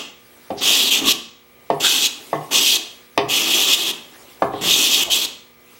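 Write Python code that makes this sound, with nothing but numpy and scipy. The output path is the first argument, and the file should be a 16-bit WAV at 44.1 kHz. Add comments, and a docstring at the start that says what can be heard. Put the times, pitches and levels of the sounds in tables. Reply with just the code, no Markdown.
"""Scraper plane on a hardwood slab

A plane is set down with knocks and pushed over a slab: random fibre snaps hiss, ring the thin blade and
rasp, and shake the slab into a rumble. Landings are short thuds with ringing wood and steel; rubs are narrow
bands of noise, sleeves swish as shaped noise. Hum and air noise run throughout, a decaying noise tail
is the workshop, and the camera's gain drops on loud sound and creeps back in the pauses.
"""
import sys
import numpy as np
from scipy import signal
from scipy.fft import rfft, irfft, next_fast_len
from scipy.io import wavfile
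from scipy.ndimage import uniform_filter1d, map_coordinates

SR = 44100
rng = np.random.default_rng(int(sys.argv[2]) if len(sys.argv) > 2 else 0)


def dump_mix(stems):
    """Bounce the given channels to the path in sys.argv[1] as a 16-bit WAV at rate SR."""
    frames = np.atleast_2d(stems).T  # one column per channel
    limited = np.clip(frames, -1, 1)  # hard clip at full scale
    pcm = np.round(limited * 32767).astype(np.int16)
    wavfile.write(sys.argv[1], SR, pcm)


N = 255691
LEAD = SR // 3  # samples computed ahead of the audible start
TIME = np.arange(-LEAD, N) / SR  # s

# Slab resonances. Each row: centre in Hz, width in Hz, relative level in dB.
SLAB_MODES = [(149.3, 9.1, 2.5), (207, 25, -3.5), (257, 40, 0), (314, 58, 4), (406, 33.5, 8), (546, 47, -2),
              (640, 43, -10), (736, 77, 5.5), (880, 52, -2.5), (1078, 58, 7.5), (1204, 360, -0.5),
              (1737, 50, 6), (1790, 150, -8.5), (2110, 130, 0.5)]


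def amp(db):
    """Decibels to gain."""
    return 10 ** (np.asarray(db) / 20)


def unit(x):
    """Scale to rms 1."""
    return x / np.sqrt(np.mean(x ** 2) + 1e-20)


def noise():
    """Fresh white noise."""
    return rng.standard_normal(len(TIME))


def along(points, hz):
    """(Hz, value) points interpolated on a log frequency axis."""
    point_hz, value = np.transpose(points)
    return np.interp(np.log(hz + 1), np.log(point_hz), value)


def wobble(rate):
    """A smooth random curve, rate knots a second."""
    knots = rng.standard_normal(8192)
    return map_coordinates(knots, [np.arange(len(TIME)) * rate / SR], mode="wrap")


def filtered(x, response):
    """x through a response given as a function of frequency."""
    size = next_fast_len(len(x) + SR // 4)
    spectrum = rfft(x, size) * response(np.fft.rfftfreq(size, 1 / SR))
    return irfft(spectrum, size)[:len(x)]


def coloured(x, spectrum):
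    """x given a spectrum, at rms 1."""
    return unit(filtered(x, lambda hz: amp(along(spectrum, hz))))


def ring(x, modes):
    """x through a body's resonances, summed with alternating sign."""
    def response(f):
        total = 0
        for k, (centre, width, db) in enumerate(modes):
            damping = 1j * f * width
            total = total + (-1) ** k * amp(db) * damping / (centre ** 2 - f ** 2 + damping)
        return total
    return filtered(x, response)


def butter(x, hz, kind, order):
    """A causal low-pass or high-pass."""
    sos = signal.butter(order, min(hz, SR / 2 - 1), kind, fs=SR, output="sos")
    return signal.sosfilt(sos, x)


def swell(s, length):
    """A bell-shaped rise and fall around time s, down to 1/e at length."""
    return np.exp(-((TIME - s) / length) ** 2)


def gliding_ring(x, centre_hz, width_hz):
    """x through one resonance with a time-varying centre: shift down, low-pass, shift back; rms 1."""
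    turn = np.exp(2j * np.pi * np.cumsum(centre_hz) / SR)
    return unit(np.real(turn * butter(x / turn, width_hz / 2, "low", order=2)))


def patchy(x, depth_db):
    """Random gain over time and frequency: the colour shifts from one bit of grain to the next."""
    z = signal.stft(x, nperseg=512)[2]
    field = uniform_filter1d(rng.standard_normal(z.shape), size=8, axis=0)
    field = uniform_filter1d(field, size=7, axis=1)
    return signal.istft(z * amp(depth_db * unit(field)), nperseg=512)[1][:len(x)]


def background():
    """Steady air noise, and electrical lines whose phase wanders a little."""
    # Mains and motor hum, a monitor's whine. Each row: frequency in Hz, level in dB rms.
    hum_lines = [(60, -76), (120, -70.5), (241, -62.5), (360.5, -64), (480, -63.5), (1200, -64.5),
                 (2040, -66.5), (2277, -65), (2401, -72), (15735, -56)]
    # Air noise spectrum. Each row: frequency in Hz, relative density in dB.
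    air_spectrum = [(15, -63), (25, -6), (207, -7), (237, -16), (278, -18), (354, -10), (394, -9),
                    (1090, -12.5), (1180, -15), (1420, -12.5), (2240, -12), (2630, -18.5), (15000, -31)]
    hum = 0
    for hz, db in hum_lines:
        phase = 2 * np.pi * hz * TIME + 0.48 * wobble(4.1)
        hum = hum + amp(db) * np.sqrt(2) * np.sin(phase)
    air = butter(coloured(noise(), air_spectrum), 45, "high", order=3)
    return hum + amp(-57.5) * air


def stroke_controls():
    """Blade, hiss, rumble gains and rasp pitch: a push digs in, settles, follows uneven wood, leaves fast."""
    # Edge in the wood. Each row: start in s, end in s, attack in s, blade ring, tearing hiss and slab rumble
    # in relative dB, rumble fade in dB per s, first rasp in Hz, last rasp in Hz.
    strokes = [ (-.3, -0.071, .04, -16.5, -21.5, -23.5, 19, 3200, 3150),
               (0.603, 0.895, 0.081, -17, -21.5, -27.5, 24, 3120, 4000),
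               (0.9, 1.121, 0.011, -16.5, -23, -30.5, -9, 3100, 3350),
               (1.797, 2.07, 0.01, -19, -22.5, -25, 56, 3130, 3860),
               (2.505, 2.768, 0.052, -18, -21, -25, 34.5, 3120, 3510),
               (3.281, 3.911, 0.049, -19, -24, -32, -5, 2930, 3510),
               (4.604, 5.033, 0.13, -16, -20, -30.5, -4, 3250, 3120),
               (5.096, 5.255, 0.03, -20, -22, -29.5, 32, 3600, 3900), ]
    # Hollows (-) and ridges (+). Each row: centre in s, half length in s, change of the cut in dB.
    uneven = [ (1.022, 0.034, -16.5), (1.118, 0.034, 7.5), (1.817, 0.023, -14), (3.442, 0.027, -3),
              (3.74, 0.013, 8.5), (3.786, 0.054, -4.5), (4.639, 0.022, -2.5), (5.02, 0.0096, -2),
              (5.197, 0.016, -5), ]
    bite_peak_db, bite_s = 3, 0.063  # extra blade ring as it digs in
    hiss_change_db = -3  # over a push, the tearing hiss thins out a little
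    waver_db, waver_rate_hz = 1.5, 22  # cut wavers with the grain
    lump_db, lump_rate_hz = 2.5, 28  # slab rumbles in lumps
    entry_power, release_s = 0.79, 0.0088
    wander_hz, wander_rate_hz = 130, 20  # rasp pitch drifts with the load on the edge

    gains = np.zeros((3, len(TIME)))
    rasp_hz = np.full(len(TIME), float(strokes[0][-1]))
    cut_db = sum(db * swell(s, length) for s, length, db in uneven)
    cut_db = cut_db + waver_db * wobble(waver_rate_hz)
    lumps_db = lump_db * wobble(lump_rate_hz)
    for start, end, attack, blade_db, hiss_db, slab_db, fade, first_hz, last_hz in strokes:
        age = np.clip(TIME - start, 0, end - start)
        progress = age / (end - start)
        entry = np.minimum(age / attack, 1)
        contact = np.clip(np.minimum(TIME - start, end + release_s - TIME) / release_s, 0, 1)
        cutting = contact * entry ** entry_power
        bite_db = bite_peak_db * entry * np.exp(-(np.maximum(age - attack, 0) / bite_s) ** 2)
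        gains += [cutting * amp(blade_db + cut_db + bite_db),
                  cutting * amp(hiss_db + cut_db + hiss_change_db * progress),
                  contact * amp(slab_db + lumps_db - fade * age)]
        glide_hz = first_hz + (last_hz - first_hz) * progress ** 2
        rasp_hz = np.where(TIME >= start, glide_hz, rasp_hz)
    return *gains, rasp_hz + wander_hz * wobble(wander_rate_hz)


def fractures(rate, spread_db):
    """Tiny snaps of wood fibres, on average rate a second, of random sign and unequal size."""
    snaps = rng.random(len(TIME)) < rate / SR
    return unit(snaps * np.sign(noise()) * amp(spread_db * np.clip(noise(), -2, 2)))


def scrape():
    """Tearing fibres hiss, ring the blade and shake the slab; the rasp's pitch glides."""
    # Blade resonances. Each row: centre in Hz, width in Hz, relative level in dB.
    blade_modes = [(2557, 110, 3), (2850, 113, 1), (3300, 226, 3.5), (3770, 160, -6.5)]
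    # Spectra of tearing hiss and slab rumble. Each row: frequency in Hz, relative density in dB.
    tearing_spectrum = [(1200, -32), (2000, -9), (3000, -15.5), (4300, 2), (5200, 0), (6150, 2.5),
                        (6700, 1), (7800, -1), (8800, -9), (9800, -6), (10500, -11), (11300, -5.5),
                        (12400, -6.5), (14200, -7), (15800, -9.5)]
    rumble_spectrum = [(29, -84), (50, -53), (86, -24), (167, -9), (272, 2), (392, 0.5), (591, -5.5),
                       (750, -6), (811, -5.5), (997, -9.5), (1150, -5.5), (1430, -12), (2200, -7),
                       (2860, -37), (4840, -120)]
    blade_gain, hiss_gain, slab_gain, rasp_hz = stroke_controls()
    grip = unit(amp(0.57 * wobble(60)))

    steel = unit(ring(grip * fractures(rate=9000, spread_db=6.5), blade_modes))
    rasp = gliding_ring(grip * fractures(rate=16000, spread_db=8.0), rasp_hz, width_hz=1050)
    blade = unit(butter(steel + rasp, 2610, "high", order=6))

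    # sparser, coarser snaps of splinters, about fifty a second, faint among the fine ones
    splinters = amp(-21) * fractures(rate=50, spread_db=2)
    tearing = grip * fractures(rate=12000, spread_db=7.0) + splinters
    hiss = coloured(patchy(tearing, depth_db=2.0), tearing_spectrum)

    jolts = grip * fractures(rate=1600, spread_db=1.5)
    slab_ring = unit(butter(ring(jolts, SLAB_MODES), 680, "low", order=1))
    slab = unit(coloured(jolts, rumble_spectrum) + amp(-17.5) * slab_ring)
    slab = butter(slab, 123, "high", order=2)
    return blade_gain * blade + amp(4.0) * hiss_gain * hiss + amp(-2.5) * slab_gain * slab


def workshop(x, delay):
    """The room's diffuse answer: a noise tail, delay in s, with its own decay at each frequency."""
    # Decay. Each row: frequency in Hz, t60 in s.
    decay_t60 = [(100, 0.61), (400, 0.39), (1040, 0.54), (2760, 0.5), (7000, 0.46), (14000, 0.24)]
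    # Tail colour. Each row: frequency in Hz, gain in dB.
    room_colour = [(100, 5.5), (1000, 7), (3500, -3.5), (7000, -3.5), (14000, -2.5)]
    hz, t, z = signal.stft(rng.standard_normal(SR), SR, nperseg=256)
    decay = amp(-60 * t / along(decay_t60, hz)[:, None])
    tail = signal.istft(z * decay, SR, nperseg=256)[1]
    tail = filtered(tail / np.linalg.norm(tail), lambda f: amp(along(room_colour, f)))
    return signal.fftconvolve(x, np.pad(tail, (int(delay * SR), 0)))[:len(x)]


def sleeves():
    """Cloth brushes softly as the arms draw the plane back: swells of patchy noise."""
    # Each row: centre in s, half length in s, level in dB.
    swishes = [(0.474, 0.31, -49), (1.764, 0.055, -65), (2.295, 0.63, -44.5), (4.31, 1, -47),
               (5.772, .13, -51)]
    # Cloth spectrum. Each row: frequency in Hz, relative density in dB.
    cloth_spectrum = [(100, -15), (300, 14.5), (1200, 4.5), (3000, 6.5), (7000, -1.5), (11000, 0),
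                      (15800, -4.5)]
    motion = sum(amp(db) * swell(s, length) for s, length, db in swishes)
    return motion * amp(wobble(18)) * coloured(patchy(noise(), depth_db=3.0), cloth_spectrum)


def knocks():
    """Each landing is a thud of about two cycles and a crack; slab, bench, steel and handle ring on."""
    # Sole meets slab. Each row: time in s, thud in dB, thud pitch in Hz, slab ring in dB, contact softness
    # cut-off in Hz, steel clack in dB, handle ring in dB, bench boom in dB.
    landings = [ (0.5053, -14.5, 640, -17, 770, -30, -57, -40), (1.7031, -1, 735, -9, 860, -21, -29, -41),
                (2.3315, -5, 730, -13, 1060, -29.5, -23, -38),
                (3.1777, -3, 800, -6.5, 1020, -4, -24.5, -31.5),
                (4.4225, -1.5, 750, -7.5, 1430, -22, -48, -30.5),
                (4.536, -34, 700, -17.5, 930, -33, -39, -37), ]
    # Resonances of bench, steel, and plane body with handle.
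    # Each row: centre in Hz, width in Hz, relative level in dB.
    bench_modes = [(65, 3.7, -2), (98, 28, -9), (130, 11, 11)]
    clack_modes = [(1800, 120, 4.5), (2520, 340, 6.5), (3120, 130, 6.5), (3550, 100, 6.5),
                   (4740, 730, -2.5), (6060, 310, -10), (7800, 23, -10)]
    handle_modes = [(1806, 34, 1), (2028, 50, 0.5)]
    crack_db, crack_s = -8.5, 0.0002  # steel on wood: level relative to the clack, half length

    out, t = np.zeros(len(TIME) + SR), np.arange(SR // 2) / SR
    direct = out[:len(TIME)]  # a view: adding to it fills out
    for s, thud_db, thud_hz, slab_db, soft_hz, clack_db, handle_db, boom_db in landings:
        direct -= amp(thud_db) * swell(s, .8 / thud_hz) * np.cos(2 * np.pi * thud_hz * (TIME - s))
        # the plane rocks and settles just after the blow
        settle = rng.standard_normal(len(t)) * amp(-60 * t / .17)
        blow = (t == 0) + amp(1.5) * settle / np.linalg.norm(settle)
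        wood = butter(ring(blow, SLAB_MODES), soft_hz, "low", order=4)
        bench = butter(ring(blow, bench_modes), 93, "low", order=2)
        steel, handle = ring(blow, clack_modes), ring(blow, handle_modes)
        direct += amp(clack_db + crack_db) * swell(s, crack_s) * noise()
        parts = [(slab_db, wood), (boom_db, bench), (clack_db, steel), (handle_db, handle)]
        for db, part in parts:
            out[LEAD + round(s * SR):][:len(t)] += amp(db) * part / np.abs(part).max()
    return direct


def rubs():
    """The sole drags or the edge squeaks: friction noise briefly sounds one resonance."""
    # Each row: centre in s, half length in s, level in dB, resonance in Hz, width in Hz.
    rub_rows = [ (0.593, 0.016, -32, 4600, 2540), (1.054, 0.044, -26.5, 295, 106),
                (1.07, 0.019, -30.5, 1140, 118), (1.857, 0.022, -24, 1480, 303),
                (4.586, .05, -40, 3450, 900), (4.663, 0.053, -36, 173, 80.5), (5.081, 0.022, -32, 630, 453),
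                (5.118, .014, -12, 3230, 300), ]
    out = 0
    for s, length, db, hz, width in rub_rows:
        tone = gliding_ring(noise(), np.full(len(TIME), hz), width)
        out = out + amp(db) * swell(s, length) * tone
    return out


def scene():
    """Plane, slab and room at one microphone."""
    cut, landings = scrape() + rubs(), knocks()
    room = workshop(amp(-8.5) * cut, delay=.012)
    room = room + workshop(amp(-12.5) * landings, delay=0.0065)
    mono = (cut + landings + room + sleeves() + background())[LEAD:]
    return np.array([mono, mono])


def gain_control(x, target_db, most_db, recovery_db):
    """Gain drops within milliseconds on loud sound and creeps back by recovery_db a second."""
    level_db = 10 * np.log10(np.abs(butter(x ** 2, 17.0, "low", order=1)) + 1e-12)
    creep_db = recovery_db * np.arange(N) / SR
    held_db = np.maximum.accumulate(level_db + creep_db) - creep_db
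    gain_db = np.minimum(most_db, target_db - held_db)
    return x * amp(butter(gain_db, 79, "low", order=1))


def record(dry):
    """The camera rides its gain, rounds off the tallest peaks and keeps nothing above its band limit."""
    top_hz = 15850
    x = gain_control(dry[0], target_db=-13.5, most_db=0.5, recovery_db=12)
    x = x / (1 + x ** 8) ** (1 / 8)
    x = filtered(x, lambda hz: hz < top_hz)
    return np.array([x, x])


dry = scene()
out = record(dry)
dump_mix(out)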